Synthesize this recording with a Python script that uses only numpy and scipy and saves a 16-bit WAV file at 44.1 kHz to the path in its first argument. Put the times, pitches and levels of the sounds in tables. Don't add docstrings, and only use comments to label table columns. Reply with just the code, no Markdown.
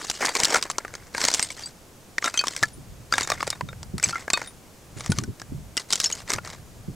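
import sys
import numpy as np
from scipy import signal
from scipy.fft import rfft, irfft, next_fast_len
from scipy.io import wavfile
from scipy.ndimage import uniform_filter1d, map_coordinates

SR = 44100
rng = np.random.default_rng(int(sys.argv[2]) if len(sys.argv) > 2 else 0)


def inscribe(sig):
    pcm = np.round(np.clip(np.atleast_2d(sig).T, -1, 1) * 32767)
    wavfile.write(sys.argv[1], SR, pcm.astype(np.int16))


N = 306476

# start t/s, length t/s, grit level/dB, rubble level/dB
SLIDES = [(0.0, 0.008, -27.5, -30), (0.049, 0.036, -39, -46.5), (0.134, 0.054, -38, -45),
          (0.213, 0.06, -34.5, -26.5), (0.291, 0.035, -41, -46), (0.361, 0.21, -30.5, -29),
          (0.61, 0.13, -53, -47), (0.786, 0.29, -58.5, -53), (1.147, 0.043, -37.5, -42),
          (1.215, 0.074, -27, -29), (1.332, 0.12, -34, -41), (1.494, 0.022, -39.5, -54),
          (1.576, 0.094, -42.5, -48), (2.236, 0.04, -31.5, -35.5), (2.344, 0.056, -40, -39),
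          (2.448, 0.22, -42.5, -46.5), (3.131, 0.096, -34, -34.5), (3.297, 0.043, -38.5, -35),
          (3.399, 0.14, -45, -45), (4.038, 0.053, -33, -38), (4.118, 0.1, -46, -43), (4.32, 0.15, -46, -44),
          (4.974, 0.23, -44.5, -46), (5.78, 0.018, -40.5, -45), (5.911, 0.037, -28.5, -39),
          (6.015, 0.049, -34, -42), (6.117, 0.085, -44, -46), (6.288, 0.052, -34, -33),
          (6.448, 0.086, -44.5, -42)]
RISE_DB_PER_S, FALL_DB_PER_S = 1104, 403
# f/Hz, level/dB per Hz
GRIT_SPECTRUM = [(1500, -9.5), (3000, -3), (5000, 3.5), (7700, 1), (16000, -29.5)]
# f/Hz, level/dB per Hz
RUBBLE_SPECTRUM = [(60, -57), (250, -9), (600, -5.5), (1300, -6), (2200, -4.5), (4000, -39)]
# t/s, crack level/dB, knock level/dB
CLACKS = [(0.099, -7, -16.5), (0.113, -17, -32), (0.23, -22, -10), (0.253, -9.5, -22), (0.261, -13, -25),
          (0.27, -20, -16), (0.291, -17, -38), (0.352, -10.5, -9), (0.368, -12.5, -29), (0.401, -11, -27),
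          (0.434, -4.5, -22), (0.447, -7, -23), (0.453, -5.5, -27), (0.545, -11, -1.5), (0.559, -21, -5.5),
          (0.583, -31, -24), (0.626, -10.5, -13), (0.637, -21, -43), (0.653, -30, -17), (0.7, -18, -13),
          (0.705, -24.5, -25), (0.713, -19.5, -25), (0.783, -13, -15.5), (0.849, -37, -16),
          (0.88, -33, -28.5), (0.939, -32, -22), (0.952, -23.5, -19), (1.148, -24.5, -11),
          (1.166, -31, -27), (1.18, -16, -13), (1.205, -17.5, -18), (1.236, -23, -46), (1.251, -5.5, -11),
          (1.262, -17, -29), (1.284, -7.5, -8.5), (1.302, -18, -23), (1.315, -15, -18), (1.339, -5.5, -47),
          (1.346, -10.5, -37), (1.395, -11.5, -12), (1.427, -8.5, -40), (1.504, -22, -27.5),
          (2.182, -19, -15), (2.225, -40, -15.5), (2.243, -16.5, -15), (2.259, -15, -11.5),
          (2.277, -36, -9), (2.341, -19, -17), (2.375, -14.5, -17), (2.391, -17, -38), (2.412, -19, -16),
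          (2.439, -23, -12.5), (2.47, -14, -14.5), (2.482, -14.5, -18), (2.564, -15, -22),
          (2.628, -13.5, -6.5), (2.633, -12, -11), (3.124, -16, -14.5), (3.138, -14.5, -4),
          (3.181, -9.5, 0), (3.209, -12.5, -11), (3.231, -16, -29), (3.274, -19, -20), (3.301, -10, -6),
          (3.318, -15.5, -2.5), (3.405, -28.5, -11.5), (3.428, -21.5, -6), (3.469, -21, -24),
          (3.476, -17.5, -12), (3.503, -9.5, -28), (3.528, -30, -11.5), (3.609, -31, -11.5),
          (3.688, -36, -23.5), (3.729, -41, -19), (3.83, -26.5, -28), (3.981, -18.5, -19.5),
          (3.998, -27, -22), (4.028, -13, -15), (4.038, -13.5, -34), (4.056, -34, -24), (4.087, -20.5, -22),
          (4.279, -34, -11.5), (4.302, -12, -12), (4.334, -8, -7.5), (4.374, -19, -10),
          (4.416, -27.5, -12.5), (5.007, -28, -18.5), (5.061, -20, -16.5), (5.119, -10, -18.5),
          (5.186, -12.5, -18), (5.237, -25, -21), (5.398, -28.5, -30), (5.417, -30, -21.5),
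          (5.769, -13.5, -19.5), (5.776, -12, -24), (5.797, -24, -38), (5.905, -15.5, -21),
          (5.926, -8.5, -35), (5.931, -6.5, -12), (5.956, -13, -39), (6.001, -5.5, -23), (6.042, -9, -53),
          (6.06, -20, -52), (6.101, -23, -16.5), (6.114, -22, -24), (6.125, -19, -46), (6.152, -24, -43),
          (6.303, -12.5, -10), (6.335, -10, -10.5), (6.384, -33, -10.5), (6.449, -28, -27),
          (6.501, -27, -32)]
# t/s, level/dB, f/Hz, t60/s
CLINKS = [(0.291, -28.5, 4620, 0.09), (0.785, -11, 1014, 0.01), (1.276, -23, 6600, .04),
          (1.329, -23, 5900, 0.045), (1.427, -17, 8530, 0.066), (1.427, -28, 2130, .05),
          (1.503, -26.5, 2240, 0.035), (1.635, -28.5, 4640, 0.094), (1.659, -29, 8010, 0.074),
          (1.659, -27.5, 4720, 0.05), (2.183, -7, 1870, 0.014), (2.242, -17.5, 1363, 0.063),
          (2.275, -15.5, 1364, 0.036), (2.342, -30, 2530, 0.11), (2.375, -15.5, 6160, 0.081),
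          (2.392, -9.5, 4510, 0.051), (2.39, -19.5, 3160, 0.076), (2.375, -13, 3170, 0.035),
          (2.392, -23, 2520, 0.13), (2.439, -15, 1180, 0.026), (2.634, -5.5, 1717, 0.038),
          (2.634, -21, 1356, .06), (3.125, -11, 4810, 0.022), (3.125, -7.5, 1360, 0.022),
          (3.231, -21, 6900, 0.052), (3.409, -25, 4840, 0.026), (3.428, -12.5, 1100, 0.019),
          (3.611, -20, 1043, 0.017), (4.039, -7, 7840, 0.039), (4.037, -12.5, 2340, 0.024),
          (4.043, -7, 6200, 0.016), (4.131, -21, 1364, 0.086), (4.157, -17.5, 1356, 0.048),
          (4.156, -21.5, 2080, 0.052), (4.335, -19.5, 2520, 0.12), (4.333, -8.5, 7480, 0.025),
          (4.338, -19.5, 4410, 0.09), (4.339, -23.5, 1174, 0.09), (5.121, -20.5, 1470, 0.04),
          (5.775, -25, 2000, 0.06), (5.776, -21, 2870, 0.037), (5.932, -26, 3010, 0.046),
          (6.058, -29, 4500, 0.064), (6.045, -32, 2900, .07), (6.045, -11.5, 6750, 0.033),
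          (6.059, -13, 5380, 0.061), (6.124, -25.5, 2970, 0.035), (6.127, -14.5, 6660, 0.034)]
# t/s, level/dB
PLATE = [(2.245, -28), (2.262, -25.5), (3.138, -22.5), (3.233, -27), (3.319, -25), (3.527, -31.5),
         (3.687, -34.5), (4.337, -16), (4.447, -42), (4.474, -36.5)]
PLATE_HZ, PLATE_T60_S = 3700, 0.065
# f/Hz, relative level/dB
TINK_PARTIALS = [(9670, -1), (9300, -7)]
TINK_T60_S = 0.12
# t/s, level/dB
TINKS = [(2.733, -42.5), (4.473, -35.5), (4.988, -42), (5.101, -32)]
# f/Hz, level/dB
SCATTER = [(1200, -26), (5000, -22), (13000, -26)]
# t/s, level/dB
BREEZE = [(0.0, -58.5), (1.3, -54.5), (2.5, -64), (2.7, -46.5), (3.1, -48.5), (3.9, -43.5), (4.2, -53),
          (4.85, -54.5), (5.15, -38), (5.38, -62), (5.55, -33), (5.85, -62), (6.5, -45), (6.95, -46.5)]
# t/s, level/dB
PUFFS = [(2.62, -31), (2.775, -32.5), (3.624, -27), (3.936, -21), (4.066, -28), (4.963, -30.5),
         (5.095, -16), (5.181, -24.5), (5.223, -25), (5.278, -22), (5.52, -24.5), (5.583, -39),
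         (6.343, -27.5), (6.879, -26.5)]
# f/Hz, level/dB per Hz
RUMBLE_SPECTRUM = [(15, -44), (30, -1), (120, 5), (200, -3), (500, -52)]
# f/Hz, level/dB per Hz
EDDY_SPECTRUM = [(40, -16.0), (110, 5.0), (180, 0), (400, -13), (900, -69)]
# f/Hz, left-right correlation
PORT_LIKENESS = [(40, 1), (150, 0.6), (300, 0.45)]
# f/Hz, level/dB per Hz
AIR_SPECTRUM = [(150, -4), (550, -9.5), (1700, -19), (3900, -22.5), (6900, -20.5), (15600, -30.5),
                (16000, -45)]
# f/Hz, left-right correlation
AIR_LIKENESS = [(300, 0.79), (3000, 0.53), (12000, 1)]
TOP_HZ = 16600


def crunch():
    slips = 2600
    when, size, tilt, pitch = rng.random((slips, 4)).T
    times_s = when * N / SR
    slip_db = -3 * np.log(size + 0.07)
    tilt_db = 5 * tilt
    grit = bursts(times_s, slip_db + tilt_db, GRIT_SPECTRUM, t60_s=0.012, attack_s=0.0004, bed=0.4)
    chip_hz = 2600 * 3.5 ** pitch
    chip_t60_s = 0.075 * (0.21 + tilt)
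    grit += pings(times_s, slip_db - 4.5, chip_hz, chip_t60_s)
    rubble = bursts(times_s, slip_db - tilt_db, RUBBLE_SPECTRUM, t60_s=0.016, attack_s=0.0008, bed=0.2)
    grit_gain, rubble_gain = load()
    return grit_gain * unit(grit) + rubble_gain * unit(rubble)


def load():
    start_s, length_s, *levels_db = np.transpose(SLIDES)[..., None]
    t = np.arange(N) / SR
    rise_db = -RISE_DB_PER_S * np.maximum(start_s - t, 0)
    fall_db = -FALL_DB_PER_S * np.maximum(t - start_s - length_s, 0)
    return [amp(db + rise_db + fall_db).sum(axis=0) for db in levels_db]


def clacks():
    s, crack_db, knock_db = np.transpose(CLACKS)
    pitch, life = rng.random((len(s), 2)).T
    snap = bursts(s, crack_db + 2.5, GRIT_SPECTRUM, t60_s=0.0072, attack_s=0.00032)
    crack = bursts(s, crack_db, GRIT_SPECTRUM, t60_s=0.021, attack_s=0.0054)
    knock = bursts(s, knock_db + 2.5, RUBBLE_SPECTRUM, t60_s=0.012, attack_s=0.0024)
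    slab_hz = 900 * 1.85 ** pitch
    slab = pings(s, knock_db - 9.5, slab_hz, 0.03 * (0.53 + life))
    return snap + crack + knock + slab


def clinks():
    plate = [(s, db, PLATE_HZ, PLATE_T60_S) for s, db in PLATE]
    tinks = [(s, db + tone_db, hz, TINK_T60_S) for s, db in TINKS for hz, tone_db in TINK_PARTIALS]
    s, db, hz, t60_s = np.transpose(list(CLINKS) + plate + tinks)[..., None]
    t = np.arange(5000) / SR
    drift_rad = 0.025 * np.cumsum(rng.standard_normal((len(s), len(t))), axis=1)
    tones = np.sin(2 * np.pi * hz * t + drift_rad)
    return placed(s[:, 0], amp(db) * tones * fade(t, t60_s, attack_s=0.00015))


def bursts(times_s, db, spectrum, t60_s, attack_s, bed=0):
    puff = fade(np.arange(1500) / SR, t60_s, attack_s)
    shape = bed + placed(times_s, amp(db)[:, None] * puff)
    stones = mottled(depth_db=3.8)
    colour = lambda x: filtered(x, lambda hz: amp(along(spectrum, hz)))
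    return colour(shape * stones) / np.std(colour(stones))


def pings(times_s, db, hz, t60_s):
    t = np.arange(1500) / SR
    tones = np.sin(2 * np.pi * hz[:, None] * t)
    return placed(times_s, amp(db)[:, None] * tones * fade(t, t60_s[:, None], attack_s=0.0016))


def mottled(depth_db):
    z = signal.stft(rng.standard_normal(N), nperseg=128)[2]
    field = uniform_filter1d(rng.standard_normal(z.shape), size=2, axis=0)
    field = uniform_filter1d(field, size=6, axis=1)
    return signal.istft(z * amp(depth_db * unit(field)), nperseg=128)[1][:N]


def ground_scatter(stones):
    t = np.arange(900) / SR
    tail = rng.standard_normal(len(t)) * fade(t, 0.016, attack_s=0.0026)
    tail = unit(tail) / np.sqrt(len(t))
    return filtered(signal.fftconvolve(stones, tail)[:N], lambda hz: amp(along(SCATTER, hz)))


def wind():
    s, db = np.transpose(PUFFS)[..., None]
    t = np.arange(3000) / SR
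    eddies = placed(s[:, 0], amp(db) * fade(t, 0.14, attack_s=0.0019))
    breeze_db = curves(BREEZE)[0]
    lumps = amp(breeze_db + 2.4 * wobble(rate_hz=24))
    rumble = lumps * rush(RUMBLE_SPECTRUM, PORT_LIKENESS)
    gusts = eddies * rush(EDDY_SPECTRUM, PORT_LIKENESS)
    return rumble + gusts + amp(-49.5) * rush(AIR_SPECTRUM, AIR_LIKENESS)


def rush(spectrum, alike):
    def split(hz):
        angle = np.arccos(np.clip(along(alike, hz), -1, 1)) / 2
        return amp(along(spectrum, hz)) * [np.cos(angle), np.sin(angle)]
    mid, side = filtered(rng.standard_normal((2, N)), split)
    return unit(np.array([mid + side, mid - side]))


def wobble(rate_hz):
    knots = rng.standard_normal(int(N * rate_hz / SR) + 4)
    return map_coordinates(knots, [np.arange(N) * rate_hz / SR])


def amp(db):
    return 10 ** (np.asarray(db) / 20)


def unit(x):
    return x / np.sqrt(np.mean(x ** 2) + 1e-20)


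def along(points, hz):
    f, v = np.transpose(points)
    return np.interp(np.log(hz + 1), np.log(f + 1), v)


def curves(rows):
    s, *cols = np.transpose(rows)
    return [np.interp(np.arange(N) / SR, s, c) for c in cols]


def filtered(x, response):
    m = next_fast_len(N + 8192)
    return irfft(rfft(x, m) * response(np.fft.rfftfreq(m, 1 / SR)), m)[..., :N]


def placed(times_s, waves):
    starts = np.round(np.asarray(times_s) * SR).astype(int)
    at = starts[:, None] + np.arange(waves.shape[1])
    return np.bincount(at.ravel(), waves.ravel(), N)[:N]


def fade(t, t60_s, attack_s):
    return (1 - np.exp(-t / attack_s)) * amp(-60 * t / t60_s)


def scene():
    stones = crunch() + clacks() + clinks()
    side = ground_scatter(stones)
    pan_db = [[0.4], [-0.4]]
    return stones * amp(pan_db) + [side, -side] + wind()


def record(dry):
    rounded = dry / (1 + np.abs(dry / 0.75) ** 6) ** (1 / 6)
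    return filtered(rounded, lambda hz: hz < TOP_HZ)


dry = scene()
out = record(dry)
inscribe(out)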